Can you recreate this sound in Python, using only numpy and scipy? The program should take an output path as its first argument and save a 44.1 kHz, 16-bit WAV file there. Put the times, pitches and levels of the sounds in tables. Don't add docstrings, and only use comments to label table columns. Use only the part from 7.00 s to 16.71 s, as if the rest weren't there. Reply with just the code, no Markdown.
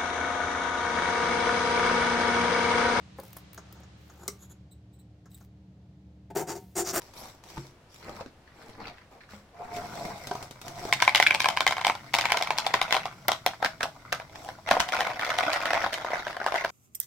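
import sys
import numpy as np
from scipy import signal
from scipy.fft import rfft, irfft, next_fast_len
from scipy.io import wavfile
from scipy.ndimage import map_coordinates

SR = 44100
rng = np.random.default_rng(int(sys.argv[2]) if len(sys.argv) > 2 else 0)


def wav_record(signal):
    frames = np.transpose(np.atleast_2d(signal))
    bounded = np.clip(frames, -1, 1)
    quanta = np.round(bounded * 32767).astype(np.int16)
    wavfile.write(sys.argv[1], SR, quanta)


N = 428034

# start in seconds, then relative levels of the knock of the tub,
# the clack of the piece and the crack of its crust, all in dB.
PIECES = [(3.9263, -22, -15, -22), (3.9348, -42, -27, -23.5), (4.002, -41, -26.5, -32),
          (4.023, -19, -15.5, -19.5), (4.0426, -37, -30, -35), (4.0498, -42, -35, -32),
          (4.078, -15.5, -11.5, -26), (4.0934, -42, -27, -29.5), (4.149, -24.5, -15.5, -18.5),
          (4.1579, -28, -21, -18), (4.1666, -25.5, -24, -34), (4.1768, -48, -24, -27),
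          (4.2, -16.5, -13, -22.5), (4.226, -29, -13, -21), (4.2653, -51, -13, -33),
          (4.2699, -48, -14.5, -22), (4.3081, -26.5, -13, -29), (4.3472, -26.5, -20.5, -24),
          (4.4031, -28.5, -20, -21), (4.4204, -40, -38, -31), (4.4438, -27, -21, -27),
          (4.4575, -18.5, -20.5, -27.5), (4.487, -21, -24, -22.5), (4.5723, -22.5, -20.5, -29),
          (4.6065, -21.5, -21.5, -23.5), (4.6663, -18.5, -15, -22.5), (4.677, -26, -20.5, -21.5),
          (4.7093, -27, -42, -29), (4.7233, -25.5, -24, -30), (4.7679, -31.5, -31, -39),
          (4.7812, -29, -30, -37), (4.813, -29, -30, -33.5), (4.8485, -22, -20, -25.5),
          (4.868, -19, -25, -21.5), (4.88, -40, -23, -35), (4.898, -18, -21, -30.5), (4.952, -32, -42, -40),
          (5.1398, -24.5, -19.5, -20.5), (5.1496, -23.5, -30, -21.5), (5.1868, -24, -23, -22.5),
          (5.2107, -36, -27, -25), (5.255, -24, -20.5, -27.5), (5.303, -30, -28, -35),
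          (5.3202, -20.5, -16.5, -21), (5.372, -30, -26, -25), (5.4112, -24.5, -34, -37),
          (5.4241, -26.5, -26, -25), (5.473, -32.5, -29, -36.5), (5.5057, -19.5, -23, -30.5),
          (5.5846, -25.5, -28.5, -21), (5.666, -22.5, -26, -24.5), (5.74, -18.5, -19, -22),
          (5.8152, -23, -21.5, -22), (5.908, -29.5, -25.5, -30.5), (5.9254, -20, -19, -18.5),
          (5.944, -22.5, -23.5, -31), (5.9507, -24, -31, -29), (5.9662, -22, -25, -28.5),
          (6.0556, -27.5, -36, -34.5), (6.2821, -22.5, -23, -23.5), (6.2901, -24.5, -25, -38),
          (6.318, -24, -31, -23), (6.4633, -19, -20, -20.5), (6.5348, -37.5, -41, -53),
          (6.627, -21, -30, -40), (6.647, -23.5, -23.5, -24), (6.6598, -27, -22, -30),
          (6.8077, -31.5, -26, -37), (6.8306, -44, -24.5, -25.5), (6.8353, -33, -32, -33),
          (7.1263, -28, -23, -24.5), (7.1995, -38.5, -37.5, -45), (7.357, -41, -43, -42),
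          (7.4886, -31, -37.5, -41), (7.6893, -30, -25.5, -31), (7.7115, -15, -17.5, -21),
          (7.7535, -31, -36, -40), (7.7679, -19.5, -33, -46), (7.8023, -47, -23, -19.5),
          (7.888, -34, -33.5, -31), (7.9226, -31, -31, -33), (7.9473, -28, -37, -34),
          (8.0066, -24.5, -22.5, -25), (8.1944, -33, -28, -34), (8.2118, -30.5, -31, -37),
          (8.2485, -46, -26, -31.5), (8.3028, -30, -23.5, -32.5), (8.3864, -23, -23, -24),
          (8.5322, -29, -28, -25.5), (8.5594, -32, -26, -37), (8.6558, -30, -24, -30.5),
          (8.7053, -26, -23.5, -36), (8.733, -21, -22, -29.5), (8.7432, -27, -26, -35),
          (8.8164, -36, -25.5, -56), (8.841, -23.5, -28, -48), (8.8628, -23.5, -35, -51),
          (8.931, -35, -30, -31.5), (8.9405, -36, -38, -28.5), (9.047, -27.5, -36, -42),
          (9.1046, -29, -39, -45), (9.1335, -23, -29.5, -44), (9.1565, -30, -32, -45),
          (9.2681, -28.5, -29.5, -43), (9.3674, -32.5, -32.5, -42), (9.415, -30, -29, -52),
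          (9.4636, -19, -27, -30), (9.4756, -35, -31, -45), (9.522, -25, -32, -43), (9.542, -23, -32, -37),
          (9.56, -26, -28.5, -33.5), (9.6476, -23, -23.5, -31.5)]
# time in seconds, tub pitch in Hz,
# typical piece pitch in Hz, stirring of the heap relative to the landing in dB.
LANDING_CHANGES = [(3.9, 890, 2130, -17), (4.226, 880, 2160, -30), (4.265, 877, 2420, -33),
                   (4.5, 867, 2192, -19.5), (6.3, 833, 2077, -5), (6.7, 746, 1538, -5.5),
                   (8.3, 757, 1944, -6.5), (9.598, 742, 1580, -7)]
# frequency in Hz, relative level in dB.
LINER = [(1200, -22), (2300, 8), (2800, -3), (3400, 3.5), (5200, 6.5), (5850, 9), (6400, -3), (7700, 4),
         (8300, -7), (12000, -6.5), (16000, -8)]
# frequency in Hz, likeness from 0 to 1.
ALIKE = [(130, 0.99), (650, 0.86), (3100, 0.049), (6800, 0.11), (15000, 0)]
RING_S = np.arange(SR // 50) / SR


def amp(db):
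    return 10 ** (np.asarray(db) / 20)


def unit(x):
    return x / np.sqrt(np.mean(x ** 2) + 1e-20)


def along(points, hz):
    f, v = np.transpose(points)
    return np.interp(np.log(hz + 1), np.log(f + 1), v)


def gains(rows):
    s, *columns = np.transpose(rows)
    t = np.arange(N) / SR
    fade = np.clip(1 + np.minimum(t - s[0], s[-1] - t) / 0.0063, 0, 1)
    return [fade * amp(np.interp(t, s, column)) for column in columns]


def wobble(rate):
    knots = rng.standard_normal(int(N * rate / SR) + 4)
    return map_coordinates(knots, [np.arange(N) * rate / SR])


def swells(rows, rise, t60):
    t = np.arange(0, N / SR, .001)
    start, length, *levels = np.transpose(rows)[..., None]
    rising = np.clip((t - start) / (rise * length), 0, 1)
    release = amp(-60 * np.maximum(t - start - length, 0) / t60)
    shape = rising * release
    samples = np.arange(N) / SR
    return [np.interp(samples, t, np.linalg.norm(amp(db) * shape, axis=0)) for db in levels]


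def colour(pair, spectrum):
    n = pair.shape[-1]
    size = 2 * next_fast_len(n // 2 + 1024)
    hz = np.fft.rfftfreq(size, 1 / SR)
    cepstrum = irfft(np.log(amp(along(spectrum, hz)) + 1e-6))
    cepstrum[1:size // 2] *= 2
    cepstrum[size // 2 + 1:] = 0
    response = np.exp(rfft(cepstrum))
    turn = np.arccos(np.clip(along(ALIKE, hz), -1, 1)) / 2
    z = irfft(rfft(pair, size) * response * [np.cos(turn), np.sin(turn)])[..., :n]
    mid, side = z[..., 0, :], z[..., 1, :]
    return np.stack([mid + side, mid - side], axis=-2)


def mottle(x, depth_db):
    patch_s, patch_hz = .016, 463
    hz, t, z = signal.stft(x, SR, nperseg=256)
    knots = rng.standard_normal((int(hz[-1] / patch_hz) + 3, int(t[-1] / patch_s) + 3))
    places = np.meshgrid(hz / patch_hz, t / patch_s, indexing="ij")
    patches = np.clip(unit(map_coordinates(knots, places, order=1)), -2, 2)
    return signal.istft(z * amp(depth_db * patches), SR, nperseg=256)[1][:, :N]


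def grains(spectrum, rate, spread_db, life, smooth, patchy_db):
    happens = rng.random(N) < rate / SR
    sizes = amp(spread_db * np.clip(rng.standard_normal(N), -2, 2)) * happens
    power = signal.lfilter([1], [1, -np.exp(-2 / (life * SR))], sizes ** 2)
    puffs = rng.standard_normal((2, N)) * np.sqrt(power / power.mean() + smooth)
    return unit(colour(mottle(puffs, patchy_db), spectrum))


def rings(pitch, modes, scatter, attack, apart):
    out = 0
    for multiple, db, t60 in modes:
        tune, size, phase, lag = rng.standard_normal((len(pitch), 4)).T[..., None, None]
        hz = pitch[:, None, None] * multiple * np.exp(scatter * tune)
        offset = apart * lag * np.array([[1], [-1]])
        angle = 2 * np.pi * hz * RING_S + phase / 2 + offset
        strength = amp(db + 3 * size)
        out = out + strength * amp(-60 * RING_S / t60) * np.sin(angle.astype(np.float32))
    return out * (1 - np.exp(-RING_S / attack))


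def cracks(count, spectrum, t60, spike):
    burst = rng.standard_normal((count, 2, len(RING_S))) * amp(-60 * RING_S / t60)
    onset = round(SR * .0004)
    burst[:, 0, onset] += spike
    burst[:, 1, onset + 1] += spike * rng.standard_normal(count)
    return colour(burst, spectrum)


def place(times, levels_db, shapes):
    first = round(.004 * SR)
    out = np.zeros((2, N + SR))
    for s, db, shape in zip(times, levels_db, shapes):
        spot = out[:, round(s * SR):][:, :len(RING_S)]
        spot += amp(db) * shape / np.std(shape[:, :first])
    return out[:, :N]


def box():
    # start in seconds, length in seconds,
    # relative level of the cardboard rub in dB, relative level of the liner bag in dB.
    strokes = [(-.03, 0.11, -51, -56), (.12, 0.16, -44, -48.5), (.42, 0.15, -50, -54),
               (.56, 0.084, -52, -54.5), (.88, 0.13, -77, -57.5), (.97, 0.22, -40.5, -57.5),
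               (1.52, 0.18, -49.5, -62), (1.72, 0.18, -44.5, -65.5), (2.11, 0.022, -46.5, -62),
               (2.28, 0.079, -70, -58.5), (2.51, 0.34, -42, -62), (2.72, 0.059, -43, -48),
               (2.79, 0.16, -48, -52.5), (2.9, 0.18, -37.5, -49), (3.04, 0.39, -45, -52.5),
               (3.63, 0.064, -42, -53), (3.73, 0.18, -42.5, -45.5), (7.3, 0.21, -47.5, -53.5)]
    # start in seconds, length in seconds, level in dB.
    shifts = [(1.02, 0.26, -58.5), (1.45, 0.38, -61), (1.8, 0.094, -49.5), (1.93, 0.11, -58.5),
              (2.205, 0.013, -47), (2.29, 0.056, -53.5)]
    # start in seconds, level in dB, pitch in Hz.
    bump_rows = [(.57, -37, 770), (0.578, -31.5, 203), (1.094, -34.5, 578), (1.209, -35.5, 470),
                 (1.261, -37, 248), (1.802, -41, 800), (2.335, -47, 590), (3.312, -25.5, 715),
                 (3.317, -35, 415), (3.352, -30.5, 720), (3.852, -31, 412)]
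    # multiple of bump pitch, relative level in dB,
    # time to fade by 60 dB in seconds.
    flap = [(.6, 10, 0.0067), (1, 3.5, 0.022), (1.452, 1, 0.022), (2, -8, 0.02)]
    # start in seconds, level in dB.
    crease_rows = [(0.137, -48), (0.438, -47.5), (0.501, -46), (2.763, -41), (3.052, -41), (3.271, -35),
                   (3.427, -37), (3.51, -39.5), (3.615, -40), (3.681, -36), (3.8507, -43)]
    # frequency in Hz, relative level in dB.
    cardboard = [(60, -4), (140, 0), (380, -1.5), (900, 0), (1700, -13.5), (2300, -10), (4000, -45)]
    muffled = [(600, -14), (1300, 8), (2200, 8), (3000, -1.5), (4400, 2), (9000, -26)]
    crinkle = [(1000, 3.5), (2400, -0.5), (5600, 1), (9000, -8), (16000, -12)]
    tap = [(300, 6), (1200, 7), (2500, -3), (5500, -4), (12000, -25)]

    judder = amp(0.6 * wobble(39))
    rub_gain, bag_gain = swells(strokes, rise=0.4, t60=0.27) * judder
    rub = rub_gain * grains(cardboard, rate=600, spread_db=6.5, life=0.0073, smooth=0.21, patchy_db=3.0)
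    tub_arrives_s, tub_hz, tub_q, tub_db = 1.9, 704, 12, 7
    tub_tone = signal.lfilter(*signal.iirpeak(tub_hz, tub_q, fs=SR), rub)
    rub = rub + amp(tub_db) * tub_tone * (np.arange(N) / SR > tub_arrives_s)

    bag = bag_gain * grains(LINER, rate=400, spread_db=3.5, life=0.0016, smooth=0.65, patchy_db=3.5)
    crackle = bag_gain * grains(crinkle, rate=70, spread_db=7, life=0.0011, smooth=0, patchy_db=3)
    shift_gain = swells(shifts, rise=0.023, t60=0.084)[0]
    shift = shift_gain * grains(muffled, rate=450, spread_db=11.5, life=0.0033, smooth=0.2, patchy_db=4.0)

    s, db, hz = np.transpose(bump_rows)
    bumps = place(s, db, rings(hz, flap, scatter=0.059, attack=0.0021, apart=0.18))
    taps = place(s, db - 8, cracks(len(s), tap, t60=0.025, spike=0.58))
    s, db = np.transpose(crease_rows)
    creases = place(s, db, cracks(len(s), crinkle, t60=0.029, spike=1.6))
    return amp(-4.5) * rub + amp(-2.3) * bag + amp(-6) * crackle + shift + bumps + taps + creases


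def room(x, delay, count=24):
    # frequency in Hz, time to fade by 60 dB in seconds.
    echo_times = [(800, 0.17), (8000, 0.22), (15000, 0.19)]
    out = np.zeros((2, N + SR))
    step = N // count + 1
    for start in range(0, N, step):
        hz, t, z = signal.stft(rng.standard_normal((2, SR // 3)), SR, nperseg=256)
        turn = np.arccos(np.clip(along(ALIKE, hz), -1, 1))[:, None] / 2
        fading = amp(-60 * t / along(echo_times, hz)[:, None])
        z = z * fading * np.array([np.cos(turn), np.sin(turn)])
        mid, side = signal.istft(z, SR, nperseg=256)[1]
        fade_in = np.clip(np.arange(len(mid)) / (delay * SR) - 1, 0, 1)
        tail = np.array([mid + side, mid - side]) * fade_in
        wet = signal.fftconvolve(x[:, start:start + step], tail / np.linalg.norm(tail[0]), axes=1)
        out[:, start:start + wet.shape[1]] += wet
    return out[:, :N]


def palm():
    # start in seconds, length in seconds, level in dB.
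    swishes = [(.14, 0.062, -52)]
    # frequency in Hz, relative level in dB.
    gloss = [(3000, -24), (6000, 12), (12000, 34), (16000, 20)]
    return swells(swishes, rise=0.89, t60=.17)[0] * unit(colour(rng.standard_normal((2, N)), gloss))


def table():
    # start in seconds, relative level in dB, pitch in Hz.
    thuds = [(0.574, -33, 134.8), (2.334, -42, 204)]
    # multiple of thud pitch, relative level in dB, time to fade by 60 dB in seconds.
    boom_modes = [(.43, -7, 0.17), (1, -1.5, 0.34), (2.63, -13, 0.5)]
    out = np.zeros(N)
    for s, level_db, hz in thuds:
        t = np.maximum(np.arange(N) / SR - s, 0)
        boom = 0
        for multiple, db, t60 in boom_modes:
            boom = boom + amp(level_db + db - 60 * t / t60) * np.sin(2 * np.pi * hz * multiple * t)
        out += boom * (1 - np.exp(-t / 0.002))
    return out


def tumbling(rate=84):
    # time in seconds, relative level in dB.
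    slide_rows = [(2.3, -50.5), (2.52, -81), (2.75, -45.5), (3.3, -49), (3.52, -54.5), (3.7, -47),
                  (4.3, -46.5), (7.1, -52.5), (8.75, -52), (9.7, -60)]
    # frequency in Hz, relative level in dB.
    heap_colour = [(150, -15), (290, -10.5), (470, -16.5), (660, 6), (740, -0.5), (1160, -1), (1480, 1.5),
                   (1720, -13), (2080, 0), (2690, -19), (3700, -12), (4400, -18.5), (5600, -17.5),
                   (8200, -37), (16000, -36)]
    hollow_colour = [(50, -23), (90, 3.5), (135, 6.5), (200, -1.5), (350, -8), (600, -32.5)]

    stream, moving = flow()
    when, _, piece_hz, _ = np.transpose(LANDING_CHANGES)
    beats = np.arange(when[0], N / SR - 3 / rate, 1 / rate)
    late, tune, size, *own = rng.uniform(-1, 1, (len(beats), 6)).T
    s = beats + 2 * late / rate
    stream_db = 20 * np.log10(stream[np.round(s * SR).astype(int)] + 1e-6)
    db = stream_db + 3 * size + 4 * np.array(own)
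    hz = np.interp(s, when, piece_hz) * np.exp(0.302 * tune)
    small_landings = blows(s, db[0] - .8, db[1] - .6, db[2] - 9.5, hz)

    sliding, = gains(slide_rows)
    jostling = np.hypot(moving, amp(-1.0) * sliding)
    heap = jostling * grains(heap_colour, rate=230, spread_db=5.0, life=0.002, smooth=0.03, patchy_db=4.5)
    hollow = unit(colour(rng.standard_normal((2, N)), hollow_colour))
    liner = unit(colour(rng.standard_normal((2, N)), LINER))
    slide = sliding * (amp(-5.5) * hollow + amp(-13) * liner)
    return small_landings + amp(-1.06) * heap + slide


def landings():
    s, *levels = np.transpose(PIECES)
    when, _, piece_hz, _ = np.transpose(LANDING_CHANGES)
    hz = np.interp(s, when, piece_hz) * np.exp(0.035 * rng.standard_normal(len(s)))
    return blows(s, *levels, hz) + echoes(hz)


def blows(s, knock_db, clack_db, crack_db, piece_hz):
    # multiple of tub pitch, relative level in dB,
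    # time to fade by 60 dB in seconds.
    tub_modes = [(0.802, -13, 0.093), (0.998, 8.5, 0.023), (1.17, 6.5, .016)]
    # multiple of piece pitch, relative level in dB,
    # time to fade by 60 dB in seconds.
    puff_modes = [(0.723, -10.5, 0.012), (0.999, 5.5, 0.0067), (1.402, -6.5, .007)]
    shell_modes = [(1.678, -9, 0.03), (2.3, -9, 0.0085), (3.1, -15.5, .012)]
    # frequency in Hz, relative level in dB.
    crust = [(1200, -18.5), (2400, -6.5), (3400, -4.5), (5200, -8), (7000, -16.5), (8500, -19.5),
             (12000, -23.5), (16000, -29)]

    when, tub_hz, _, _ = np.transpose(LANDING_CHANGES)
    knock = rings(np.interp(s, when, tub_hz), tub_modes, scatter=0.078, attack=0.00037, apart=0.2)
    clack = rings(piece_hz, puff_modes, scatter=0.015, attack=0.0016, apart=0.28)
    shell = rings(piece_hz, shell_modes, scatter=0.0764, attack=0.000067, apart=1.0)
    crack = off_wall(cracks(len(s), crust, t60=0.011, spike=4.0))
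    hits = (place(s, knock_db - .8, knock) + place(s, clack_db - .8, clack)
            + place(s, crack_db - 1.0, crack) + place(s, crack_db - 7, shell))
    return signal.sosfilt(signal.butter(2, 240, "high", fs=SR, output="sos"), hits)


def off_wall(shapes):
    mean_delay_s, strength = .0011, 0.47
    lag = np.round(mean_delay_s * SR * (.5 + rng.random((len(shapes), 1, 1)))).astype(int)
    earlier = np.arange(len(RING_S)) - lag
    echo = (earlier >= 0) * np.take_along_axis(shapes, np.maximum(earlier, 0), axis=-1)
    return shapes + strength * echo


def echoes(hz, count=2):
    echo_gap_s, gap_shrink, gap_scatter = 0.0081, 0.87, 0.3
    echo_db, echo_loss_db = -14, 4.5
    onset_lead_s, onset_db = 0.003, -14.5
    s, *levels = np.transpose(PIECES)
    chance = rng.standard_normal((len(s), count + 1, 5)).T
    out, delay = 0, 0
    for k in range(count + 1):
        timing, tune, *size = chance[:, k]
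        if k < count:
            delay = delay + echo_gap_s * gap_shrink ** k * np.exp(gap_scatter * timing)
            offset, change_db = delay, echo_db - echo_loss_db * k
        else:
            offset, change_db = -onset_lead_s * abs(timing), onset_db
        db = np.array(levels) + change_db + np.array(size)
        out = out + blows(s + offset, db[0], db[1], db[2] + 5, hz * np.exp(0.073 * tune))
    return out


def tub_wall(x, t60):
    # frequency in Hz, relative level in dB.
    wall_modes = [(728, -14.5), (1043, -10), (1310, -11.5), (1555, -11), (2320, -17.5), (3090, -18.5)]
    t = np.arange(SR // 5) / SR
    decay = amp(-60 * t / t60)
    tones = sum(amp(db) * np.cos(2 * np.pi * hz * t) for hz, db in wall_modes)
    ring = tones * decay / np.linalg.norm(decay)
    return signal.fftconvolve(x, ring[None] * amp(-10.5), axes=1)[:, :N]


def flow():
    # start in seconds, length in seconds, relative level in dB.
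    gushes = [(3.95, 0.96, -43), (5.145, 0.22, -34.5), (5.48, 0.54, -41.5), (7.66, 0.13, -33),
              (7.92, 0.15, -30), (8.2, 0.26, -33), (8.47, 0.36, -32.5), (8.925, 0.019, -33),
              (9.04, 0.28, -39.5), (9.4, 0.032, -37), (9.54, 0.33, -35)]
    s, knock_db, clack_db, _ = np.transpose(PIECES)
    when, _, _, stir_db = np.transpose(LANDING_CHANGES)
    kicks = np.hypot(amp(knock_db), amp(clack_db)) * amp(np.interp(s, when, stir_db))
    kick_power = np.bincount(np.round(s * SR).astype(int), kicks ** 2, N)
    stir_t60_s = 0.13
    stirred = signal.lfilter([1], [1, -amp(-60 / (stir_t60_s * SR)) ** 2], kick_power)
    stream = swells(gushes, rise=0.017, t60=0.5)[0]
    return stream, np.sqrt(stream ** 2 + stirred[:N])


def rim():
    # start in seconds, level in dB.
    snaps = [(6.2831, -19.5), (6.4633, -27.5)]
    bright = [(6000, -46), (9500, 0), (12500, 4), (16000, -0.5)]  # (Hz, dB)
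    return place(*np.transpose(snaps), cracks(len(snaps), bright, t60=0.0074, spike=4.2))


def scene():
    # frequency in Hz, relative level in dB.
    air_colour = [(25, -11.5), (100, -5), (200, -12.5), (700, -15.5), (5000, -31.5), (15000, -46.5)]
    near = landings()
    far = tumbling() + box() + palm()
    echo = room(amp(-8.5) * near + amp(-4.5) * far, delay=0.0019)
    air = unit(colour(rng.standard_normal((2, N)), air_colour))
    return near + far + rim() + tub_wall(near, t60=0.044) + echo + table() + amp(-57.0) * air


def record(dry):
    # frequency in Hz, level of left over right in dB.
    left_over_right = [(100, 1.5), (800, 0), (1050, 3.5), (1270, -0.5), (3000, 0.8), (6200, 1),
                       (10000, 2.5)]
    top_hz = 16200
    size = next_fast_len(N + SR // 2)
    hz = np.fft.rfftfreq(size, 1 / SR)
    ports = amp(along(left_over_right, hz) * np.array([[1], [-1]]) / 2)
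    band = 1 / (1 + (hz / top_hz) ** 120)
    return irfft(rfft(np.clip(dry, -1, 1), size) * ports * band, size)[:, :N]


dry = scene()
out = record(dry)
wav_record(out)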